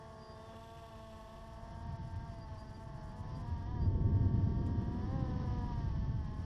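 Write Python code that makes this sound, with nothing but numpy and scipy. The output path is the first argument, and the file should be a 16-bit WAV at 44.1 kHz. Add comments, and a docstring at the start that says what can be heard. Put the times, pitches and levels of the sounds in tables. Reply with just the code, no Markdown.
"""A quadcopter hovers and turns over a lakeside park, heard from a camera slung under it.
Two fast propellers beat against each other over two slower ones, and the blades churn the air
into a hiss. A motor whines thinly and whistles now and then; a rasping sizzle passes early on.
Gusts rumble and thump on the microphone as the craft swings round, and a few faint ticks sound."""
import sys
import numpy as np
from scipy import signal
from scipy.fft import rfft, irfft, next_fast_len
from scipy.io import wavfile
from scipy.ndimage import uniform_filter1d

SR = 44100
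rng = np.random.default_rng(int(sys.argv[2]) if len(sys.argv) > 2 else 0)


def waveform_to_disk(signal):
    """Save audio, clipped to [-1, 1], as 16-bit WAV at the path in sys.argv[1]."""
    frames = np.transpose(np.atleast_2d(signal))
    scaled = np.clip(frames, -1, 1) * 32767
    samples = np.round(scaled).astype(np.int16)
    wavfile.write(sys.argv[1], SR, samples)


N = 284429
T = np.arange(N) / SR
FFT_SIZE = next_fast_len(N, real=True)
BIN_HZ = np.fft.rfftfreq(FFT_SIZE, 1 / SR)
HOVER_HZ = 225  # blade passes per second


def amp(db):
    return 10 ** (np.asarray(db) / 20)


def unit(x):
    return x / np.sqrt(np.mean(x ** 2) + 1e-20)


def curve(rows, column=1):
    """An automation lane: straight ramps between timed points."""
    rows = np.asarray(rows)
    return np.interp(T, rows[:, 0], rows[:, column])


def level_at(points, hz):
    """Level in dB of an EQ curve drawn on a log-frequency axis."""
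    point_hz, db = np.transpose(points)
    return np.interp(np.log(hz + 1), np.log(point_hz + 1), db)


def colour(x, points):
    """Runs x through an EQ curve, rolled off beyond its ends; comes out at rms 1."""
    low_cut = np.minimum(BIN_HZ / points[0][0], 1) ** 2
    high_cut = np.minimum(points[-1][0] / (BIN_HZ + 1), 1) ** 2
    gain = amp(level_at(points, BIN_HZ)) * low_cut * high_cut
    return unit(irfft(rfft(x, FFT_SIZE) * gain, FFT_SIZE)[:N])


def noise(points):
    return colour(rng.standard_normal(N), points)


def wander(rate_hz):
    """A smooth random modulator of rms 1."""
    spectrum = rfft(rng.standard_normal(FFT_SIZE)) / (1 + (BIN_HZ / rate_hz) ** 2)
    return unit(irfft(spectrum, FFT_SIZE)[:N])


def spin(hz, jitter):
    """Phase of a rotor or oscillator whose rate trembles by the share `jitter`."""
    trembling_hz = hz * (1 + jitter * wander(31.1))
    return 2 * np.pi * np.cumsum(trembling_hz) / SR + rng.uniform(0, 2 * np.pi)


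def throttle_nudges(depth_hz=0.52, rate_hz=5):
    """The flight controller nudges a rotor's speed up and down, a few uneven times a second."""
    cycles = np.cumsum(rate_hz * (1 + .4 * wander(3.02))) / SR
    return depth_hz * np.sin(2 * np.pi * (cycles + rng.random()))


# Fader for the lead propeller's strong harmonics as the craft tilts: time_s, level_db
LEAD_LEVEL = [(0.0, -53), (3.11, -54.5), (3.77, -54), (3.88, -53.5), (5.08, -53), (5.15, -51), (5.44, -52),
              (5.7, -49.5), (5.93, -53), (6.45, -53)]
# Their balance, keyed by harmonic number: hover_db, speed_db_per_hz, crosswind_db
LEAD_HARMONICS = {1: (-5.5, 0.39, -1.1), 3: (0, 0.099, -2), 4: (-6.5, -0.016, 4.2), 5: (-6, -0.17, -2.9)}
# The second harmonic, swelling in the hard turn: time_s, level_db
SECOND_LEVEL = [(0, -58), (.7, -59), (1.1, -63.5), (1.8, -71), (3.1, -66.5), (3.35, -69), (3.6, -70),
                (4.95, -69), (5.14, -48), (5.6, -55), (5.8, -77.5), (6.45, -64.5)]
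# Seesaw that lifts the fourth harmonic and ducks the fifth: time_s, gain_db
SEESAW = [(0, -.5), (1.3, -.5), (1.7, 1), (2.3, 0), (2.8, 2), (3.3, 0), (5.2, -1), (6.45, 0)]


def lead_tones(speed, ring_hz=964, ring_width_hz=37, ring_db=6.5):
    """The lead's low harmonics in dB; an airframe resonance lifts whichever one crosses it."""
    level, windy = curve(LEAD_LEVEL), crosswind()
    tone_db = {2: curve(SECOND_LEVEL)}
    for k, (hover_db, db_per_hz, wind_db) in LEAD_HARMONICS.items():
        resonance = ring_db / (1 + ((k * speed - ring_hz) / ring_width_hz) ** 2)
        tone_db[k] = level + hover_db + db_per_hz * (speed - HOVER_HZ) + wind_db * windy + resonance
    tone_db[4] += curve(SEESAW)
    tone_db[5] -= curve(SEESAW)
    return tone_db


# EQ of the partner propeller's harmonics at the microphone: freq_hz, level_db
PARTNER_EQ = [(230, -66.5), (450, -77.5), (510, -66), (660, -67.5), (740, -69.5), (910, -73.5), (965, -65),
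              (1030, -61), (1080, -70.5), (1170, -72), (1260, -77.5), (1320, -80), (1375, -77), (1450, -85),
              (1610, -76.5), (1850, -81.5), (1980, -94), (2200, -100.5), (3100, -97), (3600, -99.5)]
# The partner's fader, lowest while it lags: time_s, gain_db
PARTNER_GAIN = [(0, 0), (3.1, 1.5), (3.75, -1.5), (4, -8), (4.3, -0.5), (4.9, 1.5), (5.3, 2.5), (6.45, -3)]


def partner_tones(speed):
    """The partner's harmonics in dB, rising and dipping as its speed slides them along the EQ."""
    return {k: level_at(PARTNER_EQ, k * speed) + curve(PARTNER_GAIN) for k in range(1, 16)}


# How the airframe colours the blade buzz: freq_hz, gain_db
AIRFRAME_EQ = [(110, -11.5), (180, -12), (340, -2), (440, -8), (700, 3), (1050, 2.5), (1290, -17.5),
               (1370, -12), (1420, -27.5), (1500, -6.5), (1550, -14), (1605, -5), (1750, -8), (1830, -10.5),
               (1900, -10.5), (2020, -14), (2150, -23), (2700, -36), (3150, -18), (3600, -20.5)]
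# The craft's swing toward the shore: time_s, turn_share (0-1)
TURN = [(0, 0), (2.8, 0), (4, .35), (5.2, .5), (5.8, .9), (6.45, 1)]
# EQ that fades in on the blade harmonics with that swing: freq_hz, gain_db
TURNED_EQ = [(345, -5.5), (460, 2), (660, -6), (800, -2.5), (950, -2.5), (1150, 0.5), (1350, -3),
             (1600, 1.5), (1780, 3.5), (1880, 5.5), (1970, -2), (2150, 1.5)]


def propeller(speed, phase, flutter, imbalance_db, tone_db, buzz_db, count=15):
    """Blade-pass harmonics: those in tone_db have their own level, the rest buzz through the frame."""
    # The buzz grows with the lead's speed and in a crosswind.
    drive_db = 0.1174 * (curve(LEAD_SPEED) - HOVER_HZ) + 0.5 * crosswind()
    buzz_level = -65.5 + drive_db + buzz_db
    inflow = [wander(24) for _ in range(7)]
    out, turn = np.zeros(N), curve(TURN)
    for k in range(1, count + 1):
        db = tone_db[k] if k in tone_db else buzz_level + level_at(AIRFRAME_EQ, k * speed)
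        level = amp(db + turn * level_at(TURNED_EQ, k * speed))
        # Uneven inflow shakes the high harmonics most.
        shake = 1 + flutter * np.sqrt(k) * np.roll(inflow[k % len(inflow)], k * SR)
        out += level * shake * np.cos(k * phase + rng.uniform(0, 2 * np.pi))
    for k in np.arange(1, count // 2) - .5:  # unequal blades add weak tones between the harmonics
        level = amp(buzz_level + imbalance_db + level_at(AIRFRAME_EQ, k * speed))
        out += level * np.cos(k * phase + rng.uniform(0, 2 * np.pi))
    return np.sqrt(2) * out


# Blade-pass pitch of the lead propeller: time_s, pitch_hz
LEAD_SPEED = [(0.0, 220), (0.08, 222), (0.19, 218.7), (0.38, 218.3), (0.52, 223.3), (0.77, 228),
              (0.95, 221.4), (1.22, 221.2), (1.36, 224.5), (1.5, 223.8), (1.87, 231.5), (2.03, 224.0),
              (2.26, 229.6), (2.55, 216.2), (2.7, 217.5), (2.83, 223), (3.02, 213.3), (3.34, 220.5),
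              (3.5, 240.5), (3.62, 230), (3.73, 247), (3.89, 224.3), (4.0, 224), (4.12, 229), (4.51, 228),
              (4.69, 234.5), (4.78, 233.3), (4.92, 236.5), (5.06, 251), (5.15, 269), (5.32, 252),
              (5.4, 252.5), (5.51, 245), (5.7, 241), (5.98, 218.3), (6.14, 223.2), (6.27, 209.5),
              (6.45, 217.3)]
# Blade-pass pitch of its partner, which surges and lags to steer: time_s, pitch_hz
PARTNER_SPEED = [(0, 232), (.15, 233), (.45, 228), (.92, 227.5), (1.28, 213.5), (1.47, 220), (1.62, 213.5),
                 (1.85, 222), (2.25, 228), (2.52, 221), (2.7, 218), (2.88, 228), (3.1, 229), (3.18, 243),
                 (3.27, 246), (3.34, 256), (3.4, 256), (3.52, 235), (3.75, 240), (3.97, 207), (4.2, 218),
                 (4.58, 227), (4.8, 224), (4.95, 226), (5.23, 249), (5.42, 240), (5.6, 243), (5.98, 218),
                 (6.2, 220), (6.45, 216)]


def rotors(slow_hz=172.9, drift_hz=8, lead_gain_db=-5):
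    """Two fast propellers beat over a slower pair that drifts together, all in a wash of air."""
    lead, partner = curve(LEAD_SPEED), curve(PARTNER_SPEED)
    slow = slow_hz + drift_hz * wander(1.5)
    slow_mate = slow * 1.035
    lead_phase = spin(lead + throttle_nudges(), jitter=.0018)
    partner_phase = spin(partner + throttle_nudges(), jitter=.002)
    flutter = 0.063 + 0.0077 * crosswind()
    tones = amp(lead_gain_db) * propeller(lead, lead_phase, flutter,
                                          imbalance_db=-22, tone_db=lead_tones(lead), buzz_db=2.5)
    tones += propeller(partner, partner_phase, flutter,
                       imbalance_db=-27.5, tone_db=partner_tones(partner), buzz_db=-11.5)
    tones += propeller(slow, spin(slow, jitter=0.0021), flutter=0.12,
                       imbalance_db=-19, tone_db={2: -70}, buzz_db=-21)
    tones += propeller(slow_mate, spin(slow_mate, jitter=0.0045), flutter=0.13,
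                       imbalance_db=-26, tone_db={}, buzz_db=-16)
    return tones + blade_wash(lead_phase, partner_phase)


# Colour of the air churned by the blades: freq_hz, gain_db
WASH_EQ = [(150, 5), (350, 3), (550, 3), (750, 4.5), (1050, 5), (1400, -7), (1800, -2.5), (2300, -13),
           (2700, -11.5), (3000, -9), (3300, -10), (3980, -14), (4650, -9), (4980, -13), (5400, -7.5),
           (6000, -16), (6500, -25), (7200, -52.5), (10000, -62), (14000, -68)]
# Its fader: time_s, level_db
WASH_LEVEL = [(0, -62), (.3, -63), (.5, -62), (1.35, -64), (1.95, -61.5), (2.9, -63), (3.5, -60.5),
              (3.95, -65.5), (4.35, -62.5), (4.85, -62), (5.2, -58), (5.7, -57), (6.05, -60.5), (6.25, -62),
              (6.45, -61)]


def blade_wash(lead_phase, partner_phase, flicker_db=.9):
    """Churned air hisses, chopped once per blade pass by each fast propeller."""
    chop = 1 + 0.04 * np.cos(lead_phase) + 0.12 * np.cos(partner_phase)
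    hiss = colour(chop * rng.standard_normal(N), WASH_EQ)
    return hiss * amp(curve(WASH_LEVEL) + flicker_db * wander(18))


# The motor whine, clearest in the calm hover: time_s, pitch_hz, level_db
WHINE_PATH = [(0, 3340, -82), (.13, 3410, -86), (.26, 3600, -86), (.45, 3580, -77), (.54, 3420, -75),
              (.66, 3450, -80), (.76, 3450, -77), (.86, 3480, -80), (1.05, 3390, -78), (1.5, 3250, -113),
              (3.2, 3100, -109), (3.75, 3164, -82), (4.1, 3060, -88), (4.6, 3145, -81), (5.3, 2945, -84),
              (6.1, 3120, -81.5), (6.45, 3240, -84)]


def motor_whine(gain_db=4.5):
    """A motor sings one thin, wavering tone."""
    level = amp(curve(WHINE_PATH, column=2) + gain_db)
    return level * np.sin(spin(curve(WHINE_PATH), jitter=0.0023))


# Fader for the deepest, slowest buffeting: time_s, level_db
HEAVE_LEVEL = [(0, -63.5), (.7, -60.5), (1.05, -57.5), (1.5, -53.5), (1.85, -52), (2.1, -50), (2.7, -53),
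               (3.1, -50.5), (3.6, -48.5), (3.9, -37), (4.3, -40.5), (4.9, -45.5), (5.4, -42.5), (6.1, -41),
               (6.45, -45.5)]
# Its sub-bass colour: freq_hz, gain_db
HEAVE_EQ = [(20, -7), (30, -6.5), (45, 0), (62, -1.5), (85, -7.5), (130, -35)]
# Wind pressure on the microphone, the rumble's fader: time_s, level_db
GUST_LEVEL = [(0, -54.5), (1.35, -57), (1.68, -52.5), (1.87, -41), (2.2, -44), (2.7, -49.5), (3.07, -47.5),
              (3.35, -42.5), (3.68, -41.5), (3.87, -30), (3.97, -37.5), (4.06, -29.5), (4.17, -34.5),
              (4.33, -33.5), (4.45, -33), (4.8, -38.5), (4.96, -42), (5.2, -36), (5.7, -38), (6.08, -36),
              (6.45, -42.5)]
# The rumble's bass colour: freq_hz, gain_db
RUMBLE_EQ = [(45, -9), (70, -1), (92, 5), (118, 3), (150, -0.5), (200, -9.5), (280, -29.5)]
# Fader for the small eddies: time_s, level_db
SMALL_EDDY_LEVEL = [(0, -72), (1.5, -74.5), (1.85, -63.5), (3.1, -62), (3.4, -56), (3.68, -54), (3.9, -47),
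                    (4.15, -44), (4.9, -44.5), (5.7, -50), (6.1, -54.5), (6.45, -55.5)]
# Their low-mid colour: freq_hz, gain_db
SMALL_EDDY_EQ = [(100, -15), (200, 4), (280, 0.4), (400, -11), (550, -19.5), (800, -34.5), (1500, -60.5)]


def wind(gustiness_db=0.5, rumble_gain_db=-1.5, eddy_gain_db=2):
    """Large eddies heave, rumble and thump; strong gusts add smaller, higher ones."""
    heave = amp(curve(HEAVE_LEVEL)) * buffet(HEAVE_EQ, steadiness=0.78)
    rumble_db = curve(GUST_LEVEL) + rumble_gain_db + gustiness_db * wander(3.4)
    rumble = amp(rumble_db) * buffet(RUMBLE_EQ, steadiness=0.36)
    eddies = amp(curve(SMALL_EDDY_LEVEL) + eddy_gain_db) * buffet(SMALL_EDDY_EQ, steadiness=0.23)
    return heave + eddies + gust_front() + with_thumps(rumble)


def buffet(points, steadiness):
    """Turbulence at the microphone port; steadiness (0-1) evens it out like a compressor."""
    turbulence = noise(points)
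    power = uniform_filter1d(turbulence ** 2, size=4400)
    return unit(turbulence / (power + 1e-6) ** (steadiness / 2))


def crosswind(calm_db=-58, range_db=14.5):
    """How strongly the gusts stream across the propellers, 0-1."""
    return np.clip((curve(GUST_LEVEL) - calm_db) / range_db, 0, 1)


# Fader for the faint treble hiss: time_s, level_db
TREBLE_LEVEL = [(0, -79), (1.6, -79), (1.95, -84), (2.6, -79.5), (3.4, -81), (4.1, -101), (4.85, -88),
                (5.7, -85.5), (6.05, -95.5), (6.45, -83)]
# Its top-end colour: freq_hz, gain_db
TREBLE_EQ = [(6000, 7.5), (7200, 7), (8500, 3), (9500, 6), (10400, 5), (11500, -5), (15000, -8)]


def treble_hiss(flicker_db=6.5):
    """A faint treble hiss that flickers and drops away in the louder passages."""
    flicker = flicker_db * crosswind() * np.tanh(wander(24))
    return amp(curve(TREBLE_LEVEL) + flicker) * noise(TREBLE_EQ)


# Flares of motor whistle: peak_s, length_s, pitch_hz, glide_hz_per_s, level_db
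WHISTLE_FLARES = [(0.276, 0.115, 4780, 149, -64.5), (2.34, .08, 4730, -1, -74),
                  (2.43, 0.038, 4760, 200.5, -64.5), (2.6, 0.042, 4760, 2000, -65),
                  (2.686, 0.019, 4760, -1500, -68), (2.755, 0.02, 4740, 2500, -63.5),
                  (2.98, .03, 4480, -1800, -75), (3.098, 0.052, 4730, -2500, -74),
                  (3.36, 0.036, 4770, 1602, -68), (3.84, 0.045, 4750, 1200, -66),
                  (4.6, .08, 4780, -200, -78)]


def motor_whistles(reach_hz=150, ring_hz=4778, ring_gain_db=-24, ring_width_hz=45, roughness=0.22):
    """Motor whines flare as they glide near a sharp resonance, which also rings faintly throughout."""
    flares = np.zeros(N)
    tremble = 1 + .0013 * wander(70)
    for peak_s, length_s, pitch_hz, glide, db in WHISTLE_FLARES:
        t = T - peak_s
        hz = (pitch_hz + reach_hz * np.tanh(glide * t / reach_hz)) * tremble
        swell = amp(db) / (1 + (t / (length_s * 2 / 3)) ** 4)
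        flares += swell * np.sin(2 * np.pi * np.cumsum(hz) / SR)
    ring_level = amp(curve(WASH_LEVEL) + ring_gain_db)
    ring = ring_level * wander(ring_width_hz) * np.sin(2 * np.pi * ring_hz * T)
    return flares * (1 + roughness * wander(60)) + ring


# Colour of the passing sizzle: freq_hz, gain_db
SIZZLE_EQ = [(2000, -10), (2700, 6), (3450, 5.5), (4100, 0), (4500, -11), (4900, -39), (5300, -25),
             (6500, -34), (7800, -7), (9700, -19), (11800, -5.5), (12800, -18)]
# Its hollow resonances as it begins: pitch_hz, gain_db
SIZZLE_RESONANCES = [(2850, -5), (3150, -6), (3560, -5), (4650, -8.5), (5430, -10), (6120, -10),
                     (7150, -16), (8050, -13)]


def sizzle(start_s=0.28, rise_s=0.31, end_s=1.73, fall_s=0.37, level_db=-69, sag_db_per_s=2):
    """A grainy, rasping hiss with sinking hollow resonances comes and goes in the calm hover."""
    age = T - start_s
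    fade = np.clip(np.minimum(age / rise_s, (end_s - T) / fall_s), 0, 1)
    rasp_db = 2 * np.sin(spin(hz=28, jitter=0.34))
    sink = 1 - .05 * age  # the resonances drop 5% a second
    rings = sum(amp(db) * wander(170) * np.sin(spin(hz * sink, jitter=0.00388))
                for hz, db in SIZZLE_RESONANCES)
    hiss = noise(SIZZLE_EQ) + rings
    grain_db = 2 * wander(100)
    return fade * amp(level_db - sag_db_per_s * age) * unit(hiss * amp(grain_db + rasp_db))


def puff(peak_s=.54, width_s=.016, level_db=-57):
    """One soft, dull puff of air."""
    swell = np.exp(-((T - peak_s) / width_s) ** 2)
    return amp(level_db) * swell * noise([(400, -8), (560, 0), (800, -6), (1200, -5), (1600, -20)])


# Single large eddies hitting the microphone: peak_s, width_s, pitch_hz, peak_db
EDDY_THUMPS = [(2.17, .016, 95, -34), (3.53, .022, 85, -30), (3.885, .022, 92, -24),
               (4.06, .012, 100, -22.5), (4.16, .022, 100, -22.5), (4.212, .012, 110, -24),
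               (4.268, .014, 95, -24), (4.345, .014, 110, -25), (4.44, .016, 100, -24),
               (4.787, .014, 105, -26)]


def with_thumps(rumble):
    """Now and then one large eddy takes over from the rumble for a few heavy swings."""
    for peak_s, width_s, hz, db in EDDY_THUMPS:
        crossfade = np.exp(-((T - peak_s) / width_s) ** 2)
        thump = amp(db) * np.sin(2 * np.pi * (hz * (T - peak_s) + rng.random()))
        rumble = rumble * (1 - crossfade) + crossfade * thump
    return rumble


# Small sharp ticks: start_s, level_db
TICK_HITS = [(3.622, -66), (4.664, -56), (4.815, -67), (5.58, -66), (6.243, -67)]


def ticks(decay_s=0.011, gain_db=-6):
    """Dry cracks: bright noise with an instant attack and a very short tail."""
    envelope = np.zeros(N)
    for start_s, db in TICK_HITS:
        envelope += amp(db + gain_db) * (T >= start_s) * np.exp(-abs(T - start_s) / decay_s)
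    return envelope * noise([(1000, -3), (3500, 0), (6000, -3), (10000, -10), (14000, -20)])


# Colour of the main gust's front: freq_hz, gain_db
FRONT_EQ = [(260, -6), (340, 2.5), (450, -3.5), (600, -17), (900, -29.5)]


def gust_front(peak_s=4.0, width_s=0.23, level_db=-50):
    """The front of the main gust tears at the microphone port."""
    return amp(level_db) * np.exp(-((T - peak_s) / width_s) ** 2) * noise(FRONT_EQ)


def scene():
    """The craft, the wind and the small noises, mixed to mono."""
    craft = rotors() + motor_whistles() + motor_whine()
    return (craft + wind() + sizzle() + treble_hiss() + puff() + ticks())[None]


def record(dry, cutoff_hz=15200):
    """The camera's band limit, a steep low-pass."""
    low_pass = signal.firwin(511, cutoff_hz, window=("kaiser", 9), fs=SR)
    return signal.oaconvolve(dry, low_pass[None], "same")


dry = scene()
out = record(dry)
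waveform_to_disk(out)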